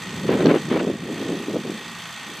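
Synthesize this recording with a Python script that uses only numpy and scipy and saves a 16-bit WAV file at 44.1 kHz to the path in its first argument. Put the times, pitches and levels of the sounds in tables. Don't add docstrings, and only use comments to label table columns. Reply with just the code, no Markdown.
import sys
import numpy as np
from scipy import signal
from scipy.fft import rfft, irfft
from scipy.io import wavfile
from scipy.ndimage import uniform_filter1d, map_coordinates

SR = 44100
rng = np.random.default_rng(int(sys.argv[2]) if len(sys.argv) > 2 else 0)


def unload_audio(sound):
    columns = np.transpose(np.atleast_2d(sound))
    steps = np.round(np.clip(columns, -1, 1) * 32767)
    wavfile.write(sys.argv[1], SR, steps.astype(np.int16))


def makeup_ratio(level_db):
    decades = np.asarray(level_db, float) / 20
    return 10 ** decades


N = 105840

TURN_SAMPLES = 1547
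# (time [s], level [dB])
MACHINE_SWELL = [(0, 1.5), (.7, 1), (.85, -1.5), (1.03, -3.5), (1.2, 1.5), (1.62, -1), (1.8, 1), (2.4, 1)]
# (place [turns], length [turns], strength [dB])
CLATTER_BLOWS = [
    (.06, 0.011, 10),
    (.17, 0.036, 5),
    (.35, 0.074, -19),
    (.58, 0.29, 1),
    (0.682, 0.057, 0),
    (.86, 0.12, -7.5),
]
# (frequency [Hz], level [dB per Hz])
CLATTER_TONE = [(71, -36), (130, 0.5), (432, -30), (624, -8), (1070, -11.5), (1410, -6.5), (1910, -5.5),
                (5500, -7.5), (7150, -37), (12100, -120)]
# (frequency [Hz], level [dB per Hz])
HISS_TONE = [(900, -6.5), (1600, -3.5), (2500, -2), (4080, -5), (5660, -8.5), (8000, -13), (10900, -21.5),
             (13500, -22.5), (15700, -38)]
# (frequency [Hz], width [Hz], boost [dB])
CASE_RINGS = [(1170, 160, 3), (1875, 90, 7), (2600, 80, 4), (2810, 70, 2), (3180, 110, 4), (3300, 50, 4),
              (3545, 120, 4), (4380, 110, 8), (6290, 300, 6), (7850, 260, 6.5), (8600, 200, 3),
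              (9900, 150, 5), (12250, 220, 7)]
# (frequency [Hz], width [Hz], depth [0-1])
GROUND_DIPS = [(1724, 150, 0.05), (4350, 740, 0.4), (5410, 870, 0.71)]
# (place [turns], length [turns], strength [dB])
STROKE_PUFFS = [
    (0.099, 0.34, -4.5),
    (0.663, 0.17, -1.5),
    (0.32, 0.021, -23.5),
]
# (frequency [Hz], level [dB per Hz])
REED_TONE = [(3000, -60), (4500, -17), (5600, 9), (6300, 3), (7900, -14), (9000, -31), (12200, -19),
             (14000, -28)]
# (place [turns], pitch [Hz], peak [dB], ring [s])
REED_PINGS = [
    (.09, 6300, -46, 0.0027),
    (0.55, 7500, -49, 0.0028),
    (.1, 7900, -51, .003),
    (.62, 6400, -51, .003),
    (0.129, 12250, -57, .004),
    (0.598, 4800, -49.5, 0.0053),
]
# (shaft order [multiple], level [dB])
SHAFT_ORDERS = [(6, -58), (24, -57), (28, -59), (29, -55), (30, -57), (31, -60), (33, -56), (35, -58),
                (36, -63), (37, -54), (38, -58), (39, -57), (40, -62), (41, -53), (43, -57), (44, -60),
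                (45, -56), (47, -62), (48, -60), (52, -55), (54, -58), (62, -56), (63, -57), (64, -62),
                (65, -56), (66, -51), (67, -57), (68, -61), (69, -61), (70, -60), (71, -61), (72, -60),
                (73, -61), (75, -58), (80, -62), (81, -62), (82, -59), (83, -60), (86, -62), (87, -61),
                (89, -61), (91, -57), (92, -61), (95, -62), (107, -61), (110, -59), (112, -60), (114, -62),
                (115, -60), (116, -57), (120, -62), (121, -61), (123, -58), (124, -62), (125, -57),
                (126, -59), (127, -62), (134, -62), (154, -57)]
# (frequency [Hz], level [dB])
STEREO_WIDTH = [(300, -21), (1000, -23), (2500, -17), (3600, -15), (4300, -5), (8000, -3), (15000, -2.5)]
# (frequency [Hz], level [dB per Hz])
RUMBLE_TONE = [(30, -9), (80, -2.5), (165, 6), (230, 1.5), (320, -10.5), (500, -10), (1500, -84)]
# (time [s], level [dB])
SWIRL_LEVEL = [
    (0.0, -53),
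    (0.21, -38),
    (2.4, -57),
]
# (time [s], level [dB])
GUST_LEVEL = [(0, -39.5), (.2, -32.5), (.27, -29), (.29, -16.5), (.39, -19), (.46, -12.5), (.57, -16.5),
              (.6, -27.5), (.66, -38), (.71, -17), (.91, -21.5), (.99, -31.5), (1.09, -27.5), (1.33, -22.5),
              (1.45, -32), (1.49, -23), (1.57, -22), (1.63, -33.5), (1.66, -26.5), (1.82, -37.5),
              (2.0, -48), (2.18, -74), (2.27, -37)]
# (frequency [Hz], level [dB per Hz])
WIND_TONE = [(18, -74), (30, -43), (95, -19), (194, 1), (406, -3), (563, -14.5), (658, -22.5), (900, -32.5),
             (1170, -51), (1980, -120)]
# (frequency [Hz], level [dB per Hz])
SKIRT_TONE = [(350, -9), (520, 5), (800, 7.5), (1300, -29), (2500, -52), (6000, -90)]
# (time [s], length [s], depth [0-1])
LULLS = [(0.269, 0.013, 1), (0.384, 0.0092, .6), (0.434, 0.0072, 0.8), (0.595, 0.0098, 0.5),
         (0.793, 0.0081, 0.65), (0.854, .012, 0.93), (0.922, 0.0068, 0.65), (.967, 0.0073, 0.7),
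         (1.006, 0.0088, 1), (1.46, 0.0095, 0.6), (1.63, 0.0096, 0.64)]
# (time [s], peak [dB], pitch [Hz])
EDDIES = [(0.2455, -15, 467), (0.255, -13, 357), (0.2934, 1.5, 403), (0.3046, -10, 320), (0.317, -3.5, 435),
          (0.3283, -7, 298), (0.3401, -3.5, 368), (0.3483, -10, 447), (0.3558, -5.5, 407), (0.365, -9, 450),
          (0.3717, -13, 430), (0.391, -13, 440), (0.3988, -10, 483), (0.4073, -4, 464), (0.433, -3.5, 365),
          (0.445, -15, 460), (0.4573, 2.5, 437), (0.4707, 4, 253), (0.4807, -7, 480), (0.4896, -7, 320),
          (0.4964, -5, 454), (0.5061, -5, 430), (0.5136, 3.5, 413), (0.5207, 0.5, 370), (0.5328, -14, 390),
          (0.5439, 1.5, 400), (0.5532, -4.5, 482), (0.5616, -0.5, 347), (0.5701, -6, 268),
          (0.6841, -11.5, 234), (0.7074, -10.5, 246), (0.7155, -4.5, 334), (0.7281, -11, 238),
          (0.762, -4, 407), (0.768, -6, 464), (0.7756, -8.5, 485), (0.8038, -7, 352), (0.8124, -6.5, 486),
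          (0.837, -10.5, 380), (0.8492, -7.5, 390), (0.872, -7, 360), (0.8791, -10, 490), (0.891, -11, 328),
          (0.9, -7.5, 430), (0.9055, -7, 310), (1.1005, -12, 403), (1.1321, -17, 307), (1.2061, -19, 295),
          (1.269, -19, 360), (1.304, -10, 380), (1.3213, -11, 347), (1.4035, -16, 317), (1.4842, -9.5, 320),
          (1.5202, -22, 223), (1.5385, -9.5, 288), (1.5453, -8, 388), (1.5587, -7.5, 447),
          (1.5648, -6.5, 446), (1.6541, -15.5, 420), (1.6995, -8, 290)]
# (start [s], end [s], level [dB])
TEARS = [
    (0.27, 0.43, -34.5),
    (0.454, 0.473, -28.5),
    (0.485, 0.521, -30),
    (0.522, 0.582, -35),
    (0.702, 0.786, -36),
    (0.788, 0.812, -31.5),
    (1.215, 1.335, -56),
    (1.52, 1.578, -52),
]
# (frequency [Hz], level [dB per Hz])
RASP_TONE = [(450, -26), (600, 5), (1250, 2.5), (2700, -2.5), (4500, -15.5), (7000, -49), (12000, -90)]
# (time [s], peak [dB], pitch [Hz])
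GRILLE_TICKS = [
    (0.4063, -20, 3900),
    (0.4595, -14, 4300),
    (0.4598, -23, 5800),
    (.469, -17, 3400),
    (.4691, -23, 5600),
]


def level(x, db):
    return x * makeup_ratio(db) / np.sqrt(np.mean(x ** 2))


def curve(table):
    return np.interp(np.arange(N) / SR, *np.array(table).T[:2])


def colour(x, table, rings=(), dips=()):
    hz = np.maximum(np.arange(N // 2 + 1) * SR / N, 1)
    points_hz, points_db = np.array(table)[:, :2].T
    gain = makeup_ratio(np.interp(np.log(hz), np.log(points_hz), points_db))
    for centre, width, db in rings:
        gain = gain * (1 + (makeup_ratio(db) - 1) / (1 + (2 * (hz - centre) / width) ** 2))
    for centre, width, depth in dips:
        gain = gain * (1 - depth / (1 + (2 * (hz - centre) / width) ** 2))
    return irfft(rfft(x) * gain, N)


def walk(rate):
    hold = int(SR / rate)
    steps = np.repeat(rng.standard_normal(N // hold + 1), hold)
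    return 1.14 * uniform_filter1d(uniform_filter1d(steps, hold), hold)[:N]


def add(out, s, shape):
    start = int(s * SR) - len(shape) // 2
    out[..., start:start + len(shape)] += shape


def shaft():
    first_stroke_s, drift = .0005, 0.00034
    steady = np.arange(N) / TURN_SAMPLES - first_stroke_s * SR / TURN_SAMPLES + 1
    return steady + np.cumsum(drift * walk(2.93)) / TURN_SAMPLES


def valves(turn, rest_db, table):
    gate = makeup_ratio(rest_db)
    for place, length, db in table:
        u = ((turn - place + 0.13) % 1 - .1) / length
        gate = gate + makeup_ratio(db) * np.exp(-np.where(u < 0, 6 * u ** 2, u))
    return gate


def turning_rattle(place):
    repeat = 0.65
    fresh = rng.standard_normal((N // TURN_SAMPLES + 40, TURN_SAMPLES))
    kept = signal.lfilter([1], [1, -repeat], fresh, axis=0)[30:].ravel()
    return map_coordinates(kept, [place * TURN_SAMPLES], order=3)


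def clatter(place, rattle):
    struck = rattle * valves(place, 0, CLATTER_BLOWS)
    return level(colour(struck, CLATTER_TONE, CASE_RINGS, GROUND_DIPS), -43.5)


def stroke_air(place):
    stroke = makeup_ratio(.4 * rng.standard_normal(300))[(2 * place + .1).astype(int)]
    return valves(place, -8, STROKE_PUFFS) * uniform_filter1d(stroke, size=80)


def valve_hiss(puff):
    flicker_db, flicker_rate = 1.5, 45
    jet = colour(rng.standard_normal(N) * puff, HISS_TONE, CASE_RINGS, GROUND_DIPS)
    hz, spectrum = np.arange(N // 2 + 1) * SR / N, rfft(jet)
    edges_hz = [0, 3000, 5500, 9200, SR]
    hiss = np.zeros(N)
    for low, high in zip(edges_hz, edges_hz[1:]):
        band = irfft(spectrum * ((hz >= low) & (hz < high)), N)
        hiss += band * makeup_ratio(flicker_db * walk(flicker_rate))
    return level(hiss, -41)


def pings(place):
    out = np.zeros(N)
    for at, hz, db, ring in REED_PINGS:
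        turn, chance = np.floor(place - at).astype(int), rng.standard_normal((100, 3))
        s = ((place - at) % 1) * TURN_SAMPLES / SR
        shape = np.minimum(s / 0.00086, 1) * np.exp(-s / ring)
        pitch = hz * (1 + .01 * chance[turn, 1])
        tone = np.sin(2 * np.pi * (pitch * s + chance[turn, 2]))
        out += makeup_ratio(db + 2 * chance[turn, 0]) * shape * tone
    return out


def whine(place):
    knock_turns, knock_spread, knock_top = .03, .65, 55
    out = np.zeros(N)
    for order, db in SHAFT_ORDERS:
        strength = makeup_ratio(db - 1.43 + .5 * walk(4.1))
        spread = knock_spread if order < knock_top else 1
        phase = (rng.random() - .5) * spread
        out += strength * np.cos(2 * np.pi * (order * (place - knock_turns) + phase))
    return out


def compressor():
    place = shaft()
    rattle = turning_rattle(place)
    knocks = clatter(place, rattle)
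    puff = stroke_air(place)
    reeds = level(colour(rattle * puff ** 2, REED_TONE, CASE_RINGS), -59.5)
    hiss, side_hiss = valve_hiss(puff), valve_hiss(puff)
    mid = knocks + hiss + reeds + pings(place) + np.sqrt(2) * whine(place)
    spread = colour(side_hiss + np.roll(mid, 400), STEREO_WIDTH) * 0.49
    side = spread - colour(mid, STEREO_WIDTH) * (makeup_ratio(2) - 1)
    swell = makeup_ratio(curve(MACHINE_SWELL) + 0.17 * walk(3.1))
    return swell * np.array([mid + side, mid - side])


def far_rumble():
    rumble = level(colour(rng.standard_normal(N) * makeup_ratio(2 * walk(7.72)), RUMBLE_TONE), -37)
    return rumble * makeup_ratio(curve(SWIRL_LEVEL) + 47)


def gusts():
    grain_db, grain_rate, flutter_db = 2, 1000, 1
    gust = curve(GUST_LEVEL)
    size = makeup_ratio(grain_db * np.minimum(rng.exponential(size=N), 3)) * np.sign(rng.random(N) - .35)
    grains = (rng.random(N) < grain_rate / SR) * size * makeup_ratio(flutter_db * walk(40.3))
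    grains = grains - uniform_filter1d(grains, size=2000)
    body = level(colour(grains, WIND_TONE), -3) * makeup_ratio(1.255 * (gust + 25) - 25.5)
    skirt = level(colour(grains, SKIRT_TONE), -31) * makeup_ratio(1.4 * (gust + 12))
    return body, skirt


def lull_gate():
    t, calm = np.arange(N) / SR, np.ones(N)
    for s, length, depth in LULLS:
        calm *= 1 - min(depth, .95) * np.exp(-((t - s) / length) ** 2)
    return calm


def eddy_thumps():
    cycles = 0.7
    u, thumps = np.arange(-400, 400) / SR, np.zeros(N)
    for s, db, hz in EDDIES:
        wave = np.exp(-(u * hz / cycles) ** 2) * np.cos(2 * np.pi * hz * u + 0.16)
        sharp = np.exp(-(2 * u * hz / cycles) ** 2) * np.cos(5 * np.pi * hz * u)
        add(thumps, s, makeup_ratio(db - 5.5) * wave)
        add(thumps, s, makeup_ratio(db - 20) * sharp)
    return thumps


def tearing(big):
    t, edge_s = np.arange(N) / SR, .01
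    tear = np.zeros(N)
    for start, end, db in TEARS:
        tear += makeup_ratio(db) * np.clip(np.minimum(t - start, end - t) / edge_s + .5, 0, 1)
    tear = tear * (1 + 3 * big) * makeup_ratio(2 * walk(59.1))
    rasps = []
    for _ in range(2):
        grain = rng.standard_normal(N) * makeup_ratio(2 * walk(200))
        rasps.append(level(colour(grain, RASP_TONE), 0) * tear)
    mid, side = rasps
    return mid, side * makeup_ratio(-9) + 0.078 * mid


def wind():
    body, skirt = gusts()
    thumps = eddy_thumps()
    big = uniform_filter1d(np.abs(thumps), size=200)
    mid, side = tearing(big)
    side = side + makeup_ratio(-49.5) * np.roll(body + thumps, 90)
    ducked = (body + skirt) * lull_gate() / (1 + 7.1 * big)
    blow = ducked + colour(thumps, [(40, -19), (150, -1.0)]) + far_rumble()
    return blow + np.array([mid + side, mid - side])


def ticks():
    out, u = np.zeros(N), np.arange(-300, 300) / SR
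    cracks = rng.standard_normal((len(GRILLE_TICKS), 600))
    for (s, db, hz), crack in zip(GRILLE_TICKS, cracks):
        ring = np.sin(2 * np.pi * hz * u)
        add(out, s, makeup_ratio(db) * np.exp(-np.abs(u) / .0005) * (ring + .5 * crack))
    out = signal.sosfilt(signal.butter(4, [1800, 6800], "band", fs=SR, output="sos"), out)
    return out * makeup_ratio(np.array([[-8], [0]]))


def scene():
    return compressor() + wind() + ticks()


def roll_off(x):
    return signal.sosfilt(signal.butter(12, 15730, fs=SR, output="sos"), x)


def record(dry):
    driven = np.tanh(.5 * dry) / .5
    mix = signal.sosfilt(signal.butter(2, 124.4, "high", fs=SR, output="sos"), driven)
    mix = signal.sosfilt(signal.butter(8, 15500, fs=SR, output="sos"), mix)
    return roll_off(mix)


dry = scene()
out = record(dry)
unload_audio(out)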